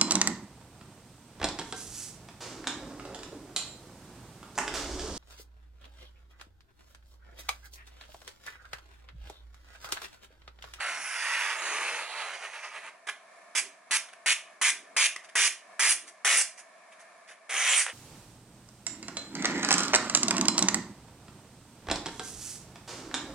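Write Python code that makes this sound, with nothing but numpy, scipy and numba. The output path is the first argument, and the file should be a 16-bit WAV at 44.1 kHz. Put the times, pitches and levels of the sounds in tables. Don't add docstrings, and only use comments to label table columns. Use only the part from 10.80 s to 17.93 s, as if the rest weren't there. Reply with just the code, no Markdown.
import sys
import numpy as np
from scipy import signal
from scipy.fft import rfft, irfft
from scipy.io import wavfile
from scipy.ndimage import uniform_filter1d
from numba import njit

SR = 44100
rng = np.random.default_rng(int(sys.argv[2]) if len(sys.argv) > 2 else 0)


def unload_audio(sound):
    columns = np.transpose(np.atleast_2d(sound))
    steps = np.round(np.clip(columns, -1, 1) * 32767)
    wavfile.write(sys.argv[1], SR, steps.astype(np.int16))


N = 314433
TIME = np.arange(N) / SR


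def undb(db):
    return 10 ** (np.asarray(db) / 20)


def unit(x):
    return x / np.sqrt(np.mean(x ** 2))


def noise():
    return rng.standard_normal(N)


def wander(turns_per_s):
    return np.interp(TIME * turns_per_s, np.arange(N), noise())


def colour(x, points, size=1024):
    hz, db = np.transpose(points)
    grid_hz = np.maximum(np.fft.rfftfreq(size, 1 / SR), 1)
    gain = undb(np.interp(np.log(grid_hz), np.log(hz), db))
    cepstrum = irfft(np.log(gain))
    cepstrum[1:size // 2] *= 2
    cepstrum[size // 2 + 1:] = 0
    return signal.oaconvolve(x, irfft(np.exp(rfft(cepstrum))))[:N]


@njit
def resonate(x, hz, damping):
    band, high = np.empty(len(x)), np.empty(len(x))
    band_state, low_state = 0., 0.
    for i in range(len(x)):
        g = np.tan(np.pi * hz[i] / SR)
        velocity = (band_state + g * (x[i] - low_state)) / (1 + g * (g + damping))
        low = low_state + g * velocity
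        band_state, low_state = 2 * velocity - band_state, 2 * low - low_state
        band[i] = damping * velocity
        high[i] = x[i] - band[i] - low
    return band, high


def steep_band(x, hz, damping):
    return resonate(resonate(x, hz, damping)[0], hz, damping)[0]


def contact(start_s, end_s, rise_s=0.0014, fall_s=0.0052):
    span = slice(int(start_s * SR), min(N, int((end_s + 10 * fall_s) * SR)))
    t = np.maximum(TIME[span] - start_s, 0)
    attack = 1 - np.exp(-t / rise_s)
    release = np.exp(-np.maximum(TIME[span] - end_s, 0) / fall_s)
    return span, np.minimum(t / (end_s - start_s), 1), attack * release


def fibre_snaps(per_s, spread_db):
    breaks = rng.random(N) < per_s / SR
    return unit(breaks * np.sign(noise()) * undb(spread_db * np.clip(noise(), -2, 2)))


# frequency_hz, gain_db
FIZZ_SPECTRUM = [(300, -59), (2500, -19.5), (4300, -9.5), (5100, 1), (6100, 5), (7200, 1.5), (8600, 2),
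                 (10200, 2.5), (11200, -1)]
STRIP_SPECTRUM = [(200, -13), (500, 4.5), (700, 9.5), (1000, 7.5), (1400, 11), (2500, -9.5)]

def paper(spectrum, sheet_hz, strip_hz, snaps_per_s, spread_db, bunches_per_s, bunch_db, ring_db, damping):
    bunches = undb(bunch_db * np.clip(wander(bunches_per_s), -2, 2))
    sheet = unit(colour(fibre_snaps(snaps_per_s, spread_db) * bunches, spectrum))
    ring_hz = sheet_hz * (1 + 0.059 * wander(50))
    ring = steep_band(fibre_snaps(snaps_per_s, spread_db) * bunches, ring_hz, damping)
    fizz = colour(fibre_snaps(2 * snaps_per_s, spread_db) * bunches, FIZZ_SPECTRUM)
    strip = colour(fibre_snaps(snaps_per_s, spread_db) * bunches, STRIP_SPECTRUM)
    strip = resonate(strip, strip_hz, damping=0.7)[1]
    strip = resonate(strip, 0.74 * strip_hz, damping=1.43)[1]
    return np.array([unit(sheet + undb(ring_db) * unit(ring)), unit(fizz), unit(strip)])


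# frequency_hz, gain_db
SLOW_SHEET_SPECTRUM = [(120, -59), (500, -40), (900, -6), (1300, -3), (1900, 0), (2700, -1), (3300, -10),
                       (4200, -18), (7000, -33)]
# time_s, level_db
DRAW_PRESSURE = [(0, -34), (.1, -35), (.16, -40), (.42, -34.5), (.56, -31), (.7, -31.5), (.78, -39),
                 (.86, -35), (1.08, -35.5), (1.27, -44.5), (1.41, -38.5), (1.58, -45), (2.1, -47)]
# time_s, sheet_hz, strip_hz, strip_over_sheet_db
PAPER_BEND = [(0, 1630, 595, -9.5), (.3, 1700, 535, -16.5), (.6, 1870, 600, -17), (.85, 1910, 352, -3),
              (1.1, 2310, 296, -5), (1.35, 2580, 500, -1.5), (2.05, 1750, 440, -8.5)]

def slow_draw(end_s=2.095, fastest_s=0.45, slowing_db_per_s=7.0, judder_from_s=1.565, judder_hz=9.46):
    judder_db = -4.0 * np.sin(2 * np.pi * judder_hz * np.maximum(TIME - judder_from_s, 0))
    sheet_db = np.interp(TIME, *np.transpose(DRAW_PRESSURE)) + judder_db + 1.24 * wander(40.14)
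    time_s, *columns = np.transpose(PAPER_BEND)
    sheet_hz, strip_hz, strip_over_sheet_db = (np.interp(TIME, time_s, column) for column in columns)
    strip_db = sheet_db + strip_over_sheet_db
    fizz_db = -42 + 0.54 * (sheet_db + 35) - slowing_db_per_s * np.abs(TIME - fastest_s)
    span, _, envelope = contact(0, end_s)
    gains = np.zeros((3, N))
    gains[:, span] = envelope * undb([sheet_db[span], fizz_db[span], strip_db[span]])
    return gains * paper(SLOW_SHEET_SPECTRUM, sheet_hz, strip_hz, snaps_per_s=5000, spread_db=5.3,
                         bunches_per_s=450, bunch_db=1.16, ring_db=-3.0, damping=0.69)


# start_s, length_s, level_db
SLEEVE_BRUSHES = [(0, 0.23, -65), (2.795, 0.082, -63), (3.917, 0.34, -66.5), (4.68, 0.054, -78),
                  (5.122, 0.18, -67)]
# frequency_hz, gain_db
CLOTH_SPECTRUM = [(60, -41), (170, -7), (300, 4), (450, 3), (1200, -21.5), (4000, -38.5)]

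def sleeve():
    gain = np.zeros(N)
    for start_s, length_s, level_db in SLEEVE_BRUSHES:
        span, _, envelope = contact(start_s, start_s + length_s, rise_s=0.012, fall_s=0.03)
        gain[span] += undb(level_db) * envelope
    friction = noise() * undb(3 * wander(30))
    return gain * unit(colour(friction, CLOTH_SPECTRUM))


# frequency_hz, gain_db
FAN_SPECTRUM = [(40, -31), (100, -41), (185, -16), (300, -18.5), (520, -13.5), (600, -4.5), (650, 2.5),
                (720, -2), (820, -13.5), (1080, -4), (1520, -13.5), (1780, -3), (1980, -17.5), (2200, -7),
                (2900, -23.5), (11000, -27)]

def fan(level_db=-56.0, waver_db=2.0):
    mid, side = (unit(colour(noise(), FAN_SPECTRUM, size=4096)) for _ in range(2))
    side = colour(side, [(2000, -7), (4500, 0.5)])
    return undb(level_db + waver_db * wander(5.9)) * (mid + np.array([side, -side]))


# start_s, length_s, starting_pitch_hz, level_db
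EDGE_ZINGS = [(.057, 0.35, 5780, -51), (.188, 0.27, 10460, -49), (0.749, .2, 6900, -48),
              (1.349, 0.51, 6450, -61), (2.764, .028, 8500, -35), (5.088, 0.037, 10150, -25.5),
              (5.569, .022, 9900, -23.5), (5.606, 0.019, 8040, -31), (6.767, 0.12, 6500, -37.5),
              (6.886, 0.046, 7800, -30), (6.958, 0.043, 9100, -27)]

def zings(pitch_drop=0.093):
    out = np.zeros(N)
    for start_s, length_s, starting_pitch_hz, level_db in EDGE_ZINGS:
        span, progress, envelope = contact(start_s, start_s + length_s,
                                           rise_s=0.045 * length_s, fall_s=0.13 * length_s)
        pitch_hz = starting_pitch_hz * (1 - pitch_drop * progress)
        hiss = steep_band(rng.standard_normal(len(pitch_hz)), pitch_hz, damping=0.18)
        out[span] += undb(level_db) * envelope * unit(hiss)
    return out


# start_s, length_s, sheet_db, fizz_over_sheet_db
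SHEET_CRINKLES = [(2.268, 0.012, -36.5, -7.5), (2.285, .012, -30.5, -9), (3.284, .008, -48.5, -14),
                  (3.329, 0.0079, -50.5, -5), (4.361, .0034, -32, -4.5), (4.436, 0.018, -51, -2.5),
                  (4.486, 0.012, -50, -7), (5.267, .028, -53.5, 5.5), (5.771, 0.032, -51, 3),
                  (6.115, 0.019, -55.5, -7), (6.189, 0.027, -56, -1.5), (6.472, 0.047, -51, -6),
                  (7.063, 0.0035, -31, -7), (7.07, 0.031, -40, -20)]

def crinkles(strip_over_sheet_db=-7.0):
    gains = np.zeros((3, N))
    for start_s, length_s, sheet_db, fizz_over_sheet_db in SHEET_CRINKLES:
        span, _, envelope = contact(start_s, start_s + length_s,
                                    rise_s=0.23 * length_s, fall_s=0.3 * length_s)
        levels_db = [sheet_db, sheet_db + fizz_over_sheet_db, sheet_db + strip_over_sheet_db]
        gains[:, span] += undb(levels_db)[:, None] * envelope
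    return gains


# start_s, end_s, sheet_peak_db
QUICK_STROKES = [(2.749, 2.801, -29.5), (3.108, 3.173, -27), (3.459, 3.531, -24), (3.813, 3.909, -24),
                 (4.164, 4.269, -24), (4.553, 4.681, -23), (4.993, 5.13, -24.5), (5.446, 5.621, -23.5)]

def strokes(peak_after_s=0.047, sag_db_per_s=67):
    gains = np.zeros((3, N))
    for start_s, end_s, sheet_peak_db in QUICK_STROKES:
        span, progress, envelope = contact(start_s + 0.001, end_s - 0.002, rise_s=0.001, fall_s=0.002)
        length_s = end_s - start_s
        sheet_db = sheet_peak_db - sag_db_per_s * np.abs(TIME[span] - start_s - peak_after_s)
        fizz_db = -28 + 24 * length_s + 2 * (progress - 0.5)
        strip_db = -52 + 63 * length_s - 7 * (progress - 0.5)
        gains[:, span] += envelope * undb([sheet_db, fizz_db, strip_db])
    return gains


# frequency_hz, gain_db
BITE_SPECTRUM = [(30, -17), (150, -24.5), (400, -10), (900, -0.5), (2500, 3), (4400, -27), (7000, -19.5),
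                 (11000, -5)]

def bites(over_sheet_db=20.5, crush_db=-15.0):
    force = np.zeros(N)
    for start_s, _, sheet_peak_db in QUICK_STROKES:
        span, _, envelope = contact(start_s + 0.001, start_s + 0.002, rise_s=0.0003, fall_s=0.0033)
        bite = undb(crush_db) * envelope * rng.standard_normal(len(envelope))
        bite[0] = -1
        force[span] += undb(sheet_peak_db + over_sheet_db) * bite
    return colour(force, BITE_SPECTRUM)


FINAL_PEAK_S = 6.925

def final_cut(start_s=6.692, end_s=7.018, swell_db_per_s=42.0, taper_db_per_s=56.0):
    span, progress, envelope = contact(start_s, end_s, rise_s=0.0047, fall_s=0.013)
    from_peak_s = TIME[span] - FINAL_PEAK_S
    sheet_db = -25 + np.minimum(swell_db_per_s * from_peak_s, -taper_db_per_s * from_peak_s)
    fizz_db = -40 + 16 * progress
    strip_db = -42.5 - 2.5 * progress
    gains = np.zeros((3, N))
    gains[:, span] = envelope * undb([sheet_db, fizz_db, strip_db])
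    return gains


# frequency_hz, gain_db
QUICK_SHEET_SPECTRUM = [(120, -60.5), (600, -31.5), (1000, -7.5), (1400, -6.5), (1800, 0), (2250, -2),
                        (3100, -2), (3700, -6.5), (4400, -23), (7000, -20.5)]

def fast_cuts(rest_hz=1876, final_lift_hz=720, stroke_end_hz=2368, climb_hz_per_s=3000, strip_hz=385.):
    sheet_hz = rest_hz + final_lift_hz * np.exp(-((TIME - FINAL_PEAK_S) / 0.072) ** 2)
    for start_s, end_s, _ in QUICK_STROKES:
        span, progress, _ = contact(start_s, end_s)
        sheet_hz[span] = stroke_end_hz - climb_hz_per_s * (end_s - start_s) * (1 - progress)
    sounds = paper(QUICK_SHEET_SPECTRUM, sheet_hz, np.full(N, strip_hz), snaps_per_s=12000, spread_db=2.0,
                   bunches_per_s=600, bunch_db=1.96, ring_db=1.0, damping=0.53)
    return sounds * (crinkles() + strokes() + final_cut())


def reflections(t60_s, delay_s):
    t = TIME[:SR]
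    tail = rng.standard_normal(SR) * undb(-60 * t / t60_s) * (t > delay_s)
    return tail / np.sqrt(np.sum(tail ** 2))


def near_echoes(x, t60_s, delay_s, drifts_per_s=7.):
    weights = np.array([wander(drifts_per_s) for _ in range(4)])
    weights /= np.sqrt(np.sum(weights ** 2, axis=0))
    return sum(w * signal.oaconvolve(x, reflections(t60_s, delay_s)[:SR // 8])[:N] for w in weights)


def wall_echo(x, split_hz=5700):
    low_pass = signal.butter(2, split_hz, fs=SR, output="sos")
    high_pass = signal.butter(2, split_hz, "high", fs=SR, output="sos")
    low = signal.sosfilt(low_pass, reflections(t60_s=0.31, delay_s=0.00653))
    high = signal.sosfilt(high_pass, reflections(t60_s=0.24, delay_s=0.0064))
    return signal.oaconvolve(x, low + high)[:N]


def pan(ports, balance):
    hz, left_minus_right_db = np.transpose(balance)
    left = 2 / (1 + undb(-left_minus_right_db))
    curves = [np.column_stack([hz, 20 * np.log10(gain)]) for gain in (left, 2 - left)]
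    return np.array([colour(port, curve) for port, curve in zip(ports, curves)])


# frequency_hz, gain_db
PORT_DIFFERENCE = [(200, -20), (1200, -13), (2400, -18.5), (3400, -5.5), (4400, 3), (5600, -3.5),
                   (8000, -4), (11000, -4.5)]
# frequency_hz, left_minus_right_db
BALANCE_RIGHT = [(500, -2), (1600, -3), (2700, -1.5), (4000, -13.5), (5700, -8), (8000, -8), (11000, -17.5)]
BALANCE_FRONT = [(600, 0), (2700, 0), (4400, -5), (6000, -2.5), (8000, -3.5), (11000, -4.5)]
# time_s, right_share
CUT_POSITION = [(0, 0.6), (1.8, 0.7), (3.2, 0.3), (3.5, 0)]

def workshop(direct, walls_db=-7.5, near_db=-8.):
    walls_mid, walls_side = (undb(walls_db) * wall_echo(direct) for _ in range(2))
    mid = direct + undb(near_db) * near_echoes(direct, t60_s=0.069, delay_s=0.00071) + walls_mid
    side = colour(near_echoes(direct, t60_s=0.01, delay_s=0) + walls_side, PORT_DIFFERENCE)
    ports = mid + side, mid - side
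    right_share = np.interp(TIME, *np.transpose(CUT_POSITION))
    return right_share * pan(ports, BALANCE_RIGHT) + (1 - right_share) * pan(ports, BALANCE_FRONT)


def scene():
    cuts = (slow_draw() + fast_cuts()).sum(axis=0)
    return workshop(cuts + bites() + zings() + sleeve()) + fan()


def record(dry, low_cut_hz=70., ceiling_db=-18.5, window_s=0.013, top_hz=11100):
    low_cut = signal.butter(2, low_cut_hz, "high", fs=SR, output="sos")
    top_cut = signal.ellip(12, 0.2, 70, top_hz, fs=SR, output="sos")
    thinned = signal.sosfilt(low_cut, dry)
    power = uniform_filter1d(np.mean(thinned ** 2, axis=0), int(window_s * SR))
    limiter_gain = (1 + (power / undb(ceiling_db) ** 2) ** 2) ** -0.25
    return signal.sosfilt(top_cut, thinned * limiter_gain)


dry = scene()
out = record(dry)
unload_audio(out)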